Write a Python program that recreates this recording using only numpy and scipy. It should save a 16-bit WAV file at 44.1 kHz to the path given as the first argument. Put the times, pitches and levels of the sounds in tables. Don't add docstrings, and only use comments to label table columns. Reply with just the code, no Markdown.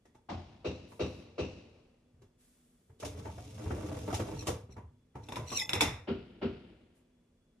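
import sys
import numpy as np
from scipy import signal
from scipy.fft import rfft, irfft
from scipy.io import wavfile
from scipy.ndimage import uniform_filter1d

SR = 44100
rng = np.random.default_rng(int(sys.argv[2]) if len(sys.argv) > 2 else 0)


def pcm_store(signal):
    levels = np.round(np.clip(np.atleast_2d(signal), -1, 1) * 32767)
    wavfile.write(sys.argv[1], SR, levels.astype(np.int16).T)


N = 335160
TIME = np.arange(N) / SR

# [f/Hz, density/dB]
RUMBLE = [(20, -25.5), (45, -18), (70, -4), (92, 2.5), (125, -1.5), (170, -14), (260, -16.5), (600, -68.5)]
# [f/Hz, density/dB]
HISS = [(900, -22.5), (2400, 1.5), (3700, 2), (4900, -2.5), (5900, 3.5), (7300, -4), (8000, -3),
        (10000, -3), (11600, -1), (13500, -12)]
# [f/Hz, phase/rad]
PORT_LEAD = [(100, 0), (620, -.55), (1300, 0), (2500, .6), (4200, 1.1), (5500, .4), (8600, 1.85),
             (12000, 3.0)]


def amp(db):
    return 10 ** (np.asarray(db) / 20)


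def evened(x):
    return x / np.sqrt(np.mean(x ** 2) + 1e-20)


def read(points, hz):
    f, value = np.transpose(points)
    return np.interp(np.log(hz + 1), np.log(f + 1), value)


def add(mix, s, sound):
    part = mix[:, round(s * SR):][:, :sound.shape[1]]
    part += sound[:, :part.shape[1]]


def drift(size, count):
    once = uniform_filter1d(rng.standard_normal(size), count)
    return evened(uniform_filter1d(once, count))


def noise(colour, size, grit=1):
    # [f/Hz, likeness 0-1]
    likeness = [(150, 1), (300, 0.97), (520, 0.6), (1000, 0.5), (3000, 0.2), (6500, 0.2), (11000, 0.9)]
    hz = np.fft.rfftfreq(size, 1 / SR)
    left, other = rfft(rng.standard_normal((2, size)) * grit)
    same = np.clip(read(likeness, hz), 0, 1)
    right = same * left + np.sqrt(1 - same ** 2) * other
    right = right * np.exp(-1j * read(PORT_LEAD, hz))
    return evened(irfft(np.array([left, right]) * amp(read(colour, hz)), size))


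def burst(colour, bands, size, window_s, swell, grit=1):
    t, hz = np.arange(size) / SR, np.fft.rfftfreq(size, 1 / SR)
    spectrum, out = rfft(noise(colour, size, grit)), 0
    centres = np.array(bands)[:, 0]
    for own, (_, rise, t60, room_db, room_t60) in zip(np.eye(len(bands)), bands):
        share = read(np.c_[centres, own], hz)
        age = np.maximum(t - rise, 0)
        body, room = amp(-60 * age / t60), amp(room_db - 60 * age / room_t60)
        shape = np.minimum(t / rise, 1) ** swell * np.hypot(body, room)
        out = out + irfft(spectrum * share, size) * shape
    loudest = uniform_filter1d((out ** 2).mean(0), int(window_s * SR) + 1).max()
    end_fade = np.minimum((t[-1] - t) / .1, 1)
    return out / np.sqrt(loudest) * end_fade


def resonate(x, hz, width):
    turn, r = np.exp(2j * np.pi * np.cumsum(hz) / SR), np.exp(-np.pi * width / SR)
    smoothed = signal.lfilter([(1 - r) ** 2], [1, -2 * r, r * r], x / turn)
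    return (turn * smoothed).real


def envelope(start, stop, rise_s, fall_db_per_s):
    rise = np.clip((TIME - start) / rise_s, 0, 1)
    return rise * amp(-fall_db_per_s * np.maximum(TIME - stop, 0))


def motion(level_db, push_db, fall_db_per_s):
    # [start t/s, stop t/s, relative level/dB, hardest push t/s, width of the push/s]
    moves = [(2.985, 4.45, -2, 4.03, 0.49), (5.146, 5.884, -5.5, 5.82, 0.11)]
    gain = 0
    for start, stop, db, hardest, width in moves:
        push = np.exp(-((TIME - hardest) / width) ** 2)
        course = envelope(start, stop, rise_s=0.2, fall_db_per_s=fall_db_per_s)
        gain = gain + amp(level_db + db + push_db * push) * course
    return gain


def rolling():
    # [f/Hz, width/Hz, relative level/dB]
    load_modes = [(200, 70, 1.5), (298.4, 39, 8.5), (428, 48, 3), (498.7, 40, 0.5), (623, 200, -5),
                  (870, 90, -10)]
    # [f/Hz, density/dB]
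    jolt_colour = [(150, -12), (300, 1), (900, -6), (1300, -12), (1900, -19), (5000, -33)]
    bumps_per_s, bump_decay_s, floor_between = 24, .012, .25
    rumble = motion(level_db=-51.5, push_db=12, fall_db_per_s=40) * noise(RUMBLE, N)

    bumps = (rng.random(N) < bumps_per_s / SR) * rng.uniform(.5, 1, N)
    shaking = signal.lfilter([1], [1, -np.exp(-1 / (bump_decay_s * SR))], bumps)
    jolts = noise(jolt_colour, N, floor_between + np.minimum(shaking, 1))
    load = 0
    for hz, width, db in load_modes:
        loose_db, seated = 4 * drift(N, count=1500), 1 + .035 * drift(N, count=4000)
        load = load + amp(db + loose_db) * evened(resonate(jolts, hz * seated, width))
    rattle = motion(level_db=-52.5, push_db=11.3, fall_db_per_s=83) * (evened(load) + amp(-4.0) * jolts)

    pressure_db = 1.5 * drift(N, count=500) + 2.6 * drift(N, count=30)
    hiss = motion(level_db=-60.5, push_db=4.9, fall_db_per_s=200) * noise(HISS, N, amp(pressure_db))
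    return rumble + rattle + hiss


def knocks():
    # [t/s, level/dB, hardness of the contact/dB, pitch of the part f/Hz]
    knock_list = [(0.052, -62, 5.5, 1860), (0.146, -58.5, 0.5, 870), (0.917, -54, 0, 975),
                  (2.135, -70, -26, 342), (2.217, -57.5, 1.5, 392), (2.894, -59, -15, 420),
                  (2.999, -51.5, 14.5, 460), (3.023, -38, -1.5, 623), (3.048, -44, 16, 436),
                  (3.142, -50, -16, 428), (3.213, -49.5, -9, 435), (3.249, -42, -8, 890),
                  (3.377, -43.5, -8, 710), (3.654, -43, -22.5, 428), (3.702, -35.5, -10.5, 352),
                  (3.857, -42.5, 0.5, 398), (3.964, -43.5, -8, 465), (4.099, -38, -2, 1330),
                  (4.125, -32, -0.5, 700), (4.141, -39, 15.5, 870), (4.195, -31, -3, 323),
                  (4.33, -45.5, -17, 470), (4.469, -35, 14, 1085), (4.481, -30.5, -1.5, 485),
                  (4.687, -55.5, -17, 400), (4.762, -49.5, -6, 900), (4.777, -49, -9.5, 980),
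                  (5.151, -43.5, -7.5, 905), (5.285, -44.5, 0, 850), (5.319, -40.5, 0, 980),
                  (5.362, -35.5, 0.5, 1007), (5.393, -45, -8, 617), (5.516, -38.5, 6, 1070),
                  (5.735, -35.5, 1.5, 380), (5.757, -36, -5.5, 270), (5.812, -30, 14, 900),
                  (5.846, -37.5, -11, 291)]
    # [f/Hz, density/dB]
    knock_colour = [(120, -27.5), (200, 0), (310, 2), (440, 2.5), (580, -3), (760, -2), (900, -5),
                    (1250, -8.5), (1800, -15), (2500, -21.5), (6000, -52)]
    # [f/Hz, rise/s, body t60/s, room level/dB, room t60/s]
    tub_bands = [(78, 0.0077, 0.51, -13.5, 0.2), (350, 0.0018, 0.22, -9.5, 0.47),
                 (1200, 0.0092, 0.061, -7, 0.38), (7025, 0.0076, 0.15, -3, 0.29)]
    thud_db, tick_db, thud_loss, onset_s = -5, -15.5, 0.8, 0.0038
    peak_at_500_hz_db, peak_growth = 11.5, 0.18
    out, size, grid = np.zeros((2, N)), 16384, np.geomspace(60, 12000, 200)
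    t = np.arange(size) / SR
    for s, db, hard_db, hz in knock_list:
        bump = np.exp(-(np.log(grid / hz) / .09) ** 2)
        peak_db = peak_at_500_hz_db * (hz / 500) ** peak_growth
        part = np.c_[grid, read(knock_colour, grid) + peak_db * bump]
        contact = np.minimum(t / (onset_s * amp(-hard_db / 2)), 1)
        layers = ((part, 0), (RUMBLE, thud_db - thud_loss * hard_db), (HISS, tick_db + hard_db))
        for colour, share_db in layers:
            blow = burst(colour, tub_bands, size=size, window_s=0.008, swell=.18)
            add(out, s, amp(db + share_db) * contact * blow)
    return out


def dense_modes(x, ripple_db):
    hz = np.fft.rfftfreq(N, 1 / SR)
    ripple = amp(ripple_db * np.clip(hz / 1500, 0, 1) * drift(len(hz), count=400))
    return irfft(rfft(x) * ripple, N)


def wire_ring(size):
    # [f/Hz, relative level/dB, t60/s]
    wire_modes = [(870, -7.5, .3), (920, -7, 0.19), (2020, -0.5, 0.25), (2450, -4, .16), (2573, -6, .16),
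                  (3441, -8, .2), (3500, -1.5, .2), (5360, 1, 0.15), (5317, -4.5, 0.23), (6382, -7, .2),
                  (7531, -6.5, 0.23), (9600, -13.5, .25), (11100, -10, 0.17), (12190, -14.5, .28)]
    flutter_db = 5.5
    t = np.arange(size) / SR
    hz, db, t60 = np.transpose(wire_modes)[:, :, None]
    turn, place, offset = rng.standard_normal((3, len(wire_modes), 1))
    flutter, slip = np.array([[drift(size, count=300) for _ in wire_modes] for _ in range(2)])
    phase = 2 * np.pi * (hz * t + turn) + .75 * slip
    ports = np.array([np.sin(phase), np.sin(phase - read(PORT_LEAD, hz) + 0.86 * offset)])
    level_db = db + 1.8 * place + flutter_db * flutter - 60 * t / t60
    return (amp(level_db) * ports).sum(1) / np.linalg.norm(amp(db))


def clinks():
    # [t/s, level/dB]
    snap_list = [(5.287, -43.5), (5.322, -40), (5.358, -37), (5.503, -45), (5.693, -26.5), (5.733, -22),
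                 (5.753, -31), (5.8082, -18)]
    # [f/Hz, density/dB]
    snap_colour = [(500, -9), (900, -4), (1700, -4.5), (2100, 6), (2700, 11.5), (3100, -10), (3550, 13.5),
                   (4600, -16), (5220, 1.5), (6500, -12), (7400, -6), (8400, -16), (11000, -4),
                   (12400, -11), (13500, -24)]
    # [f/Hz, rise/s, body t60/s, room level/dB, room t60/s]
    snap_bands = [(700, 0.0009, 0.45, -9.5, 0.49), (2700, 0.00047, 0.02, -15, 0.36),
                  (5500, .0007, 0.048, -11, 0.38), (12000, .0006, 0.094, -13, 0.2)]
    full_ring_db, ring_growth = 2, 1.72
    out = np.zeros((2, N))
    for s, db in snap_list:
        add(out, s, amp(db) * burst(snap_colour, snap_bands, size=32768, window_s=0.00083, swell=.18))
        add(out, s, amp(full_ring_db + ring_growth * db) * wire_ring(size=32768))
    return out


def scrape():
    # [start t/s, length/s, level at the end/dB, share of the way to the tip 0-1]
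    slides = [(4.362, 0.05, -48.5, 0.4), (4.7, 0.028, -63, 0.34), (5.23, 0.012, -63, 0.5),
              (5.454, 0.084, -42.5, 0.3), (5.532, 0.067, -30, 1)]
    # [f/Hz, width/Hz, relative level/dB]
    rubbed_modes = [(2150, 430, -2), (3596, 480, 2.5), (5254, 370, 7), (7000, 500, -2.5), (9500, 1100, -8),
                    (11400, 1100, -9.5)]
    shortened_hz, slip_power = 680, 2.4
    press_power, let_go_db_per_s = 1.03, 451
    freed_db = 0.5
    out, size = np.zeros((2, N)), 32768
    t = np.arange(size) / SR
    for start, length, end_db, way in slides:
        done = np.minimum(t / length, 1)
        rub = noise(HISS, size, amp(3.5 * drift(size, count=35)))
        shift_hz = shortened_hz * (1 - way * done ** slip_power)
        wire = 0
        for hz, width, db in rubbed_modes:
            wander, catch_db = .2 * shift_hz * drift(size, count=150), 2.5 * drift(size, count=300)
            wire = wire + amp(db + catch_db) * evened(resonate(rub, hz + shift_hz + wander, width))
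        pressure = done ** press_power * amp(-let_go_db_per_s * np.maximum(t - length, 0))
        add(out, start, amp(end_db) * pressure * evened(evened(wire) + amp(-8) * rub))
        freeing = 1 - amp(-let_go_db_per_s * t)
        add(out, start + way * length, way * amp(end_db + freed_db) * freeing * wire_ring(size=size))
    return out


def rustles():
    # [start t/s, length/s, level/dB]
    strokes = [(0.87, 0.34, -63.5), (2.375, 0.58, -64), (6.938, 0.019, -67.5)]
    # [f/Hz, density/dB]
    brush_colour = [(880, -12), (1600, -8.5), (5000, -9.5), (12400, -1.5)]
    sag_db_per_s = 22
    gain = 0
    for start, length, db in strokes:
        sag_db = sag_db_per_s * np.maximum(TIME - start, 0)
        gain = gain + amp(db - sag_db) * envelope(start, start + length, rise_s=0.037, fall_db_per_s=172)
    return gain * noise(brush_colour, N)


def wall_ring(spot, size):
    # [spot struck, f/Hz, level beside the blow/dB]
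    wall_modes = [(1, 80.4, -3.5), (1, 170, -11.5), (1, 263, -9.5), (1, 337, -10.5), (1, 403, -5),
                  (1, 489, -6), (1, 510, -7), (2, 86, -9), (2, 243, -6.5), (2, 390, -1.5)]
    rise_at_100_hz, t60_at_100_hz = 0.041, 0.24
    t, out = np.arange(size) / SR, np.zeros((2, size))
    for where, hz, db in wall_modes:
        if round(where) == spot:
            rise = rise_at_100_hz * np.sqrt(100 / hz)
            t60 = t60_at_100_hz * (hz / 100) ** .25
            decay = amp(db - 60 * np.maximum(t - rise, 0) / t60)
            shape = np.minimum(t / rise, 1) ** 2 * decay
            phase = 2 * np.pi * (hz * t + rng.random())
            out += shape * np.array([np.sin(phase), np.sin(phase - read(PORT_LEAD, hz))])
    return out


def hammering():
    # [t/s, level before the final mix/dB, spot struck]
    blow_list = [(0.287, -37.5, 0), (0.644, -33.5, 1), (.993, -31, 1), (1.379, -32.5, 1), (6.072, -31, 2),
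                 (6.414, -30.5, 2)]
    # [f/Hz, density/dB]
    spot_colours = [
        [(25, -23), (85, -1.5), (150, -8), (330, -6), (460, -17), (750, -6), (1050, -17), (1600, -25.5),
         (3000, -26.5), (5500, -35), (12000, -68)],
        [(25, -51), (50, -14), (95, -2), (150, -8.5), (300, -6.5), (520, -4.5), (700, -14.5), (1200, -22),
         (1800, -30), (2650, -24), (3400, -33), (4200, -30.5), (5800, -35.5), (12000, -65)],
        [(25, -40.5), (50, -4), (130, -6), (210, 0), (370, -1), (550, -6.5), (750, -12), (1300, -21),
         (2900, -22), (5000, -35), (6500, -54.5), (12000, -73)],
    ]
    # [f/Hz, rise/s, body t60/s, room level/dB, room t60/s]
    far_bands = [(76, 0.075, 0.37, -10.5, 1.33), (198, 0.041, 0.25, -7.5, 0.99),
                 (473, 0.015, 0.37, -16, 1.46), (1090, 0.0063, 0.33, -17, 1.48),
                 (3250, 0.015, 0.32, -8.5, 1.3), (7990, 0.018, 0.33, -5, 0.98)]
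    # [spot struck, f/Hz, width/Hz, level beside the blow/dB]
    loose_panels = [(0, 970, 350, -9), (1, 1155, 263, -18.5), (1, 2704, 336, -11), (1, 3860, 480, -16),
                    (1, 5760, 330, -22.5), (2, 1400, 260, -16.5), (2, 2900, 755, -19.5)]
    # [f/Hz, rise/s, body t60/s, room level/dB, room t60/s]
    clatter_bands = [(3000, 0.027, 0.26, -13, 1)]
    size, grid = 65536, np.geomspace(60, 12000, 400)
    paths = []
    for spot, colour in enumerate(spot_colours):
        clumps = amp(1.2 * drift(size, count=200))
        thud = burst(colour, far_bands, size=size, window_s=0.008, swell=.8, grit=clumps)
        paths.append(thud + wall_ring(spot, size))
    out = np.zeros((2, N))
    for s, blow_db, spot in blow_list:
        add(out, s, amp(blow_db) * paths[round(spot)])
        for where, hz, width, db in loose_panels:
            if round(where) == round(spot):
                panel = np.c_[grid, -20 * np.log10(1 + (2 * (grid - hz) / width) ** 2)]
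                uneven = amp(-1 * drift(size, count=200))
                clatter = burst(panel, clatter_bands, size=size, window_s=0.003, swell=.8, grit=uneven)
                add(out, s, amp(blow_db + db) * clatter)
    return out


def kitchen():
    # [f/Hz, density/dB]
    air_colour = [(15, -50.5), (25, -1.5), (108, -14), (214, -11.5), (250, -9.5), (278, -17), (456, -18),
                  (812, -32), (3160, -38), (3420, -40), (13000, -42)]
    # [f/Hz, level/dB]
    tones = [(243, -79.5), (3420, -94)]
    air = noise(air_colour, N)
    hum = sum(amp(db) * evened(resonate(air, np.full(N, hz), width=33)) for hz, db in tones)
    return amp(-70) * air + hum


def scene():
    rack = dense_modes(rolling() + knocks(), ripple_db=2.9) + clinks() + scrape()
    return hammering() * amp([[.6], [-.6]]) + rack + rustles() + kitchen()


def record(dry):
    edge_hz = 13000
    thinned = signal.sosfilt(signal.butter(2, 42, "high", fs=SR, output="sos"), dry)
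    band_limit = signal.firwin(255, edge_hz, window=("kaiser", 9), fs=SR)
    return signal.oaconvolve(thinned, band_limit[None], "same")


dry = scene()
out = record(dry)
pcm_store(out)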